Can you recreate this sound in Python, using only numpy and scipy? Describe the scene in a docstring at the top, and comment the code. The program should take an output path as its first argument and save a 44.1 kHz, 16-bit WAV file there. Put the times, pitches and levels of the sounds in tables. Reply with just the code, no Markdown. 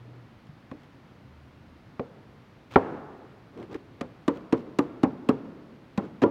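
"""A faint wash of room sound dies away over a low hum of ventilation. A loose wooden rail bumps along a
workbench, then butts hard against a door panel; each contact sets its bending modes ringing. A rubber
mallet seats the joint: at each blow the tenon rasps for a few milliseconds, then the panel thuds.
The large workshop answers with a long, dull reverberant tail."""
import sys
import numpy as np
from scipy import signal
from scipy.fft import rfft, irfft, next_fast_len
from scipy.io import wavfile
from scipy.ndimage import uniform_filter1d, minimum_filter1d

SR = 44100
rng = np.random.default_rng(int(sys.argv[2]) if len(sys.argv) > 2 else 0)


def log_audio(samples):
    """Write samples as a 16-bit WAV file to the path given in sys.argv[1]."""
    # one column per channel
    frames = np.atleast_2d(samples).T
    # limit to full scale, then quantise
    limited = np.clip(frames, -1, 1)
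    pcm = np.round(limited * 32767).astype(np.int16)
    wavfile.write(sys.argv[1], SR, pcm)


N = 278222
TIME = np.arange(N) / SR
HIT_TIME = TIME[:SR // 3]   # time axis of one impact [s]
EDGES_HZ = 22 * 2 ** np.arange(0, 9.9, 1 / 3)   # third-octave bands
CENTRES_HZ = np.sqrt(EDGES_HZ[1:] * EDGES_HZ[:-1])
BANK = [signal.butter(2, edges, "band", fs=SR, output="sos") for edges in zip(EDGES_HZ, EDGES_HZ[1:])]
# rail striking bench and panel: (time [s], strength [dB], contact cut-off [Hz], pitch [ratio])
RAIL_KNOCKS = [(.488, -29.5, 189, 0.35), (0.715, -22.5, 500, .63), (.742, -31.5, 336, 1.04),
               (1.114, -42, 200, 0.55), (1.9948, -13, 570, .95), (2.7583, 1, 3060, .97)]


def from_db(db):
    """Decibels to amplitude ratio."""
    return 10 ** (np.asarray(db) / 20)


def at_hz(table, hz, column=1):
    """Interpolation of a table column on a log-frequency axis."""
    table = np.array(table)
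    return np.interp(np.log(hz), np.log(table[:, 0]), table[:, column])


def fade(t, t60):
    """Exponential decay, 60 dB down after t60 seconds."""
    return np.exp(-np.log(1000) * t / max(t60, 1e-3))


def swell(s, half_s):
    """Gaussian envelope centred on time s."""
    return np.exp(-np.minimum(((TIME - s) / half_s) ** 2, 50))


def cut(x, hz, kind, order=2):
    """Butterworth low- or high-pass filter."""
    return signal.sosfilt(signal.butter(order, min(hz, SR / 2 - 1), kind, fs=SR, output="sos"), x)


def add(out, s, sound):
    """Superposition of a sound starting at time s."""
    i = round(s * SR)
    out[i:i + len(sound)] += sound[:N - i]


def noise_bands(size, count=1):
    """Third-octave bands of steady white noise; adjacent bands are uncorrelated."""
    white = rng.standard_normal((count, 2, size + len(HIT_TIME)))
    for k, (hz, sos) in enumerate(zip(CENTRES_HZ, BANK)):
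        yield hz, signal.sosfilt(sos, white[:, k % 2])[:, -size:]


def coloured(spectrum):
    """Spectral shaping of steady noise, scaled to unit rms."""
    size = next_fast_len(N)
    hz = np.maximum(np.fft.rfftfreq(size, 1 / SR), 1)
    noise = irfft(rfft(rng.standard_normal(size)) * from_db(at_hz(spectrum, hz)), size)[:N]
    return noise / noise.std()


def burst(noise, s, t60, hold_s=0):
    """A transient cut from steady noise at time s: held, then decaying exponentially."""
    return np.roll(noise, -round(s * SR))[:len(HIT_TIME)] * fade(np.maximum(HIT_TIME - hold_s, 0), t60)


def dense_rings(table, count, build_s):
    """Modal overlap: crowded modes merge into noise, each band with its own decay; one row per impact."""
    decaying = sum(band * from_db(at_hz(table, hz)) * fade(HIT_TIME, at_hz(table, hz, column=2))
                   for hz, band in noise_bands(len(HIT_TIME), count))
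    return decaying * (1 - np.exp(-HIT_TIME / build_s))


def modal_ring(modes, pitch, scatter_db, travel_s=0):
    """Free vibration of a board: damped sinusoids, weighted differently at each contact point."""
    out, top_hz = 0, modes[-1][0]
    shares = from_db(scatter_db * rng.standard_normal(len(modes)))
    for share, (hz, db, t60) in zip(shares, modes):
        # bending waves are dispersive: low frequencies travel more slowly and arrive later
        age = np.maximum(HIT_TIME - travel_s * (np.sqrt(top_hz / hz) - 1), 0)
        out = out + share * from_db(db) * np.sin(2 * np.pi * hz * pitch * age) * fade(age, t60)
    return out


def ventilation(air_db=-52.5):
    """Steady broadband noise of moving air, with low pure tones that swell and fade."""
    # air noise: (frequency [Hz], relative spectral level [dB])
    air_spectrum = [(25, -9), (45, -9), (80, -6.5), (125, 1), (190, -5.5), (260, -3), (400, -13),
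                    (700, -15.5), (1250, -18.5), (2000, -22.5), (4500, -33), (8000, -48), (12500, -50),
                    (16000, -51)]
    # hums: (centre time [s], half length [s], frequency [Hz], level [dB])
    hum_swells = [(0.078, 0.2, 121, -44.5), (1.38, .16, 76.7, -51.5), (1.71, 0.096, 78, -53.5)]
    hums = sum(from_db(db) * swell(s, half_s) * np.sin(2 * np.pi * hz * TIME)
               for s, half_s, hz, db in hum_swells)
    return from_db(air_db) * coloured(air_spectrum) + hums


def reverberation(x, wet_db=-13, build_s=0.005):
    """Energy balance of a diffuse field: in each band the room stores sound energy and leaks it away."""
    # room response: (frequency [Hz], relative level [dB], reverberation time [s])
    room_bands = [(30, -10.5, 1), (70, -1.5, 0.7), (130, 1.5, 1.3), (280, -2, 1.56), (710, -0.5, 1.41),
                  (1300, -2, 1.43), (2300, -5.5, .85), (4950, -6, .35), (12000, -10, .2)]
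    out, fill = np.zeros(N), np.exp(-1 / (build_s * SR))
    for sos, (hz, (noise,)) in zip(BANK, noise_bands(N)):
        retained = fade(2 / SR, at_hz(room_bands, hz, column=2))   # share of energy left after a sample
        power = signal.sosfilt(sos, x + 1e-9 * noise) ** 2
        arriving = signal.lfilter([1 - fill], [1, -fill], power)
        stored = signal.lfilter([1 - retained], [1, -retained], arriving)
        out += from_db(wet_db + at_hz(room_bands, hz)) * np.sqrt(stored) * noise / noise.std()
    return out


def slides_and_swells(hiss_db=-22, catch_db=5.0, echo_db=-40, echo_after_s=0.16):
    """Sliding friction: boards groan and hiss unevenly; the same low noise gives room swells and a thud."""
    # a wash of room sound at the start, groans of shifting boards and, at 3.758 s, the soft thud
    # of the mallet set against the panel: (centre time [s], half length [s], level [dB])
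    low_swells = [(0.125, 0.13, -57), (3.609, .053, -39.5), (3.727, 0.024, -37), (3.758, 0.0072, -29),
                  (6.038, 0.038, -37.5)]
    # a light brush over the wood only hisses: (centre time [s], half length [s], level [dB])
    brushes = [(0.83, 0.04, -64), (2.733, 0.02, -46), (4.35, 0.058, -59.5), (4.587, 0.031, -58.5)]
    # the two noises: (frequency [Hz], relative spectral level [dB])
    low_spectrum = [(25, -28), (90, -8), (200, -0.5), (310, 6), (380, 2), (460, 1), (700, -12.5),
                    (1200, -17.5), (3000, -37), (12000, -70)]
    hiss_spectrum = [(200, 11), (1500, 6.5), (3500, 0.5), (7000, -15), (11000, -25.5), (16000, -25)]
    catches = cut(rng.standard_normal(N), 120, "low")
    flutter = from_db(catch_db * catches / catches.std())
    low = sum(from_db(db) * swell(s, half_s) for s, half_s, db in low_swells)
    hiss = from_db(hiss_db) * low + sum(from_db(db) * swell(s, half_s) for s, half_s, db in brushes)
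    # a low room echo swells shortly after the hardest knock
    knock_s, knock_db, *_ = max(RAIL_KNOCKS, key=lambda row: row[1])
    echo = from_db(knock_db + echo_db) * swell(knock_s + echo_after_s, half_s=0.065)
    return (low + echo) * coloured(low_spectrum) + hiss * coloured(hiss_spectrum) * flutter


def rail_knocks(dense_db=8, clack_db=-17, clack_t60=0.03, crisp_hz=380, radiate_hz=100):
    """Impact of wood on wood: a clack and ringing modes; a longer contact excites less treble."""
    # the rail's distinct modes: (frequency [Hz], relative level [dB], decay time t60 [s])
    rail_modes = [(101, -19.5, 0.059), (173, -27.5, 0.11), (274, -11.5, 0.091), (420.6, -15, 0.097),
                  (447.7, -10.5, 0.084), (497, -19, 0.16), (569, -10, 0.077), (676, -26, 0.036),
                  (788, -13.5, 0.051), (1044, -22, 0.051), (1128, -25, 0.06), (1384, -15, 0.04),
                  (1446, -17.5, 0.028), (1590, -33, 0.036), (2090, -16.5, 0.024), (2360, -16, 0.017)]
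    # crowded modes and near reflections: (frequency [Hz], relative level [dB], decay time t60 [s])
    dense_bands = [(60.4, -40, 0.075), (250, -11.5, 0.084), (490, -5, 0.12), (1090, -6, 0.098),
                   (2060, -30, 0.024), (4040, -61, 0.046), (12000, -64, .03)]
    # contact noise: (frequency [Hz], relative spectral level [dB])
    clack_spectrum = [(150, -10), (500, -6), (800, -7), (1080, 17), (1350, -15), (1650, 7.5), (2000, 3),
                      (2350, 4), (2800, -6.5), (3250, -3), (4500, -6.5), (7000, -19.5), (16000, -20)]
    # light clicks, the last as the mallet is set against the panel: (time [s], level [dB])
    ticks = [(0.469, -54), (0.7138, -47.5), (3.575, -48.5), (3.628, -47), (3.7442, -38.5)]
    out, grit = np.zeros(N), coloured(clack_spectrum)
    rings = from_db(dense_db) * dense_rings(dense_bands, len(RAIL_KNOCKS), build_s=0.0025)
    for (s, db, contact_hz, pitch), dense in zip(RAIL_KNOCKS, rings):
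        body = modal_ring(rail_modes, pitch, scatter_db=-4.0, travel_s=0.00088) + dense
        knock = cut(body, contact_hz, "low", order=3)
        add(out, s, from_db(db) * cut(knock, radiate_hz, "high"))
        crispness = 1 / (1 + (crisp_hz / contact_hz) ** 6)   # a soft contact hardly clacks
        clack = cut(burst(grit, s, clack_t60), 2450, "low")
        add(out, s, crispness * from_db(db + clack_db) * clack)
    for s, db in ticks:
        add(out, s, from_db(db) * cut(burst(grit, s, clack_t60), 9000, "low"))
    return out


def seating_blow(jerk_s=0.0079, rise_db=6, rise_ratio=1.15, bounce_s=0.024, bounce_loss_db=10):
    """Stick-slip: the tenon goes home in three jerks, each louder and higher; the head bounces once."""
    # the final thud: (time [s], strength [dB], pitch [ratio], slip level [dB])
    final_thud = (6.2382, 1.8, 1.26, -26)
    s, db, pitch, slip_db = final_thud
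    jerks = [(s - k * jerk_s, db - k * rise_db, pitch / rise_ratio ** k, slip_db) for k in range(3)]
    bounce = (s + bounce_s, db - bounce_loss_db, 1.06, -np.inf)   # a seated joint slips no more
    return jerks + [bounce]


def mallet_blows(slip_s=0.004, slip_t60=0.015, radiate_hz=165):
    """Momentum transfer: the tenon rasps into its groove, stops, and passes the push to the panel."""
    # blows on the panel edge: (time of thud [s], strength [dB], pitch [ratio], slip level [dB])
    near_blows = [(4.0140, -12.5, 0.93, -29.5), (4.2830, -5, 1.066, -25.5), (4.5290, -3.5, 1.013, -25.5),
                  (4.7912, -4.5, 1.086, -22.5), (5.0362, -1.3, .99, -28), (5.2926, -1.5, 0.96, -25),
                  (5.9799, -7.5, 0.72, -30)]
    # the panel's distinct modes: (frequency [Hz], relative level [dB], decay time t60 [s])
    panel_modes = [(109, -47, 0.3), (139, -51, 0.14), (202, -39, 0.063), (266.8, -17, 0.16),
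                   (297.8, -9, 0.052), (288.4, -32.5, 0.14), (331.4, -16.5, 0.081), (441.7, -22, 0.18),
                   (514, -47, 0.11), (551, -33.5, 0.16), (590, -41, 0.12), (783, -26, 0.1),
                   (847, -35, 0.16), (968, -37, 0.23), (1076, -30.5, 0.042), (1097, -23.5, 0.079),
                   (1246, -35, 0.052), (1320, -29, 0.019), (2700, -23.5, 0.026)]
    # crowded modes and near reflections: (frequency [Hz], relative level [dB], decay time t60 [s])
    dense_bands = [(60, -21, 0.29), (130, -18, 0.21), (288, -17.5, 0.13), (487, -13, 0.12),
                   (616, -27.5, 0.07), (977, -18.5, 0.088), (1560, -25.5, 0.074), (4000, -30.5, 0.055),
                   (11800, -34.5, 0.025)]
    # friction of the tenon: (frequency [Hz], relative spectral level [dB])
    slip_spectrum = [(150, -17.5), (400, 16.5), (1000, 13), (1450, -2), (1780, 7.5), (2200, -1), (2600, 4),
                     (3000, -3.5), (3600, -2), (4500, -7), (5300, -10), (7000, -14), (11000, -22.5),
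                     (16000, -35)]
    # tone of the blows: (thud cut-off [Hz], slip cut-off [Hz], dense ring gain [dB])
    near_bright, far_dull = (1176, 11200, 17.6), (880, 3500, 13.4)
    blows = [(*row, *near_bright) for row in near_blows] + [(*row, *far_dull) for row in seating_blow()]
    out, grit = np.zeros(N), coloured(slip_spectrum)
    rings = dense_rings(dense_bands, len(blows), build_s=0.0067)
    for (s, db, pitch, slip_db, thud_hz, slip_hz, dense_db), dense in zip(blows, rings):
        body = from_db(dense_db) * dense - modal_ring(panel_modes, pitch, scatter_db=3.0)
        thud = cut(body, thud_hz, "low")
        # acoustic short circuit: air slips round the panel's edges, so little bass is radiated
        add(out, s, from_db(db) * cut(thud, radiate_hz, "high"))
        rasp = burst(grit, s, slip_t60, hold_s=slip_s + 0.00065)
        add(out, s - slip_s, from_db(slip_db) * cut(rasp, slip_hz, "low", order=1))
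    return out


def scene():
    """Superposition of the work at the bench, its reverberation and the ventilation."""
    bench = rail_knocks() + mallet_blows() + slides_and_swells()
    return (bench + reverberation(bench) + ventilation())[None]


def record(dry, ceiling=0.98, low_cut_hz=45, high_cut_hz=16000):
    """Look-ahead limiting eases the loudest peaks; band limiting removes rumble and the extreme treble."""
    safe_gain = minimum_filter1d(ceiling / np.maximum(np.abs(dry), ceiling), size=67)
    smooth_gain = uniform_filter1d(uniform_filter1d(safe_gain, size=33), size=33)
    limited = cut(smooth_gain * dry, low_cut_hz, "high")
    return signal.sosfilt(signal.ellip(10, .1, 80, high_cut_hz, fs=SR, output="sos"), limited)


dry = scene()
out = record(dry)
log_audio(out)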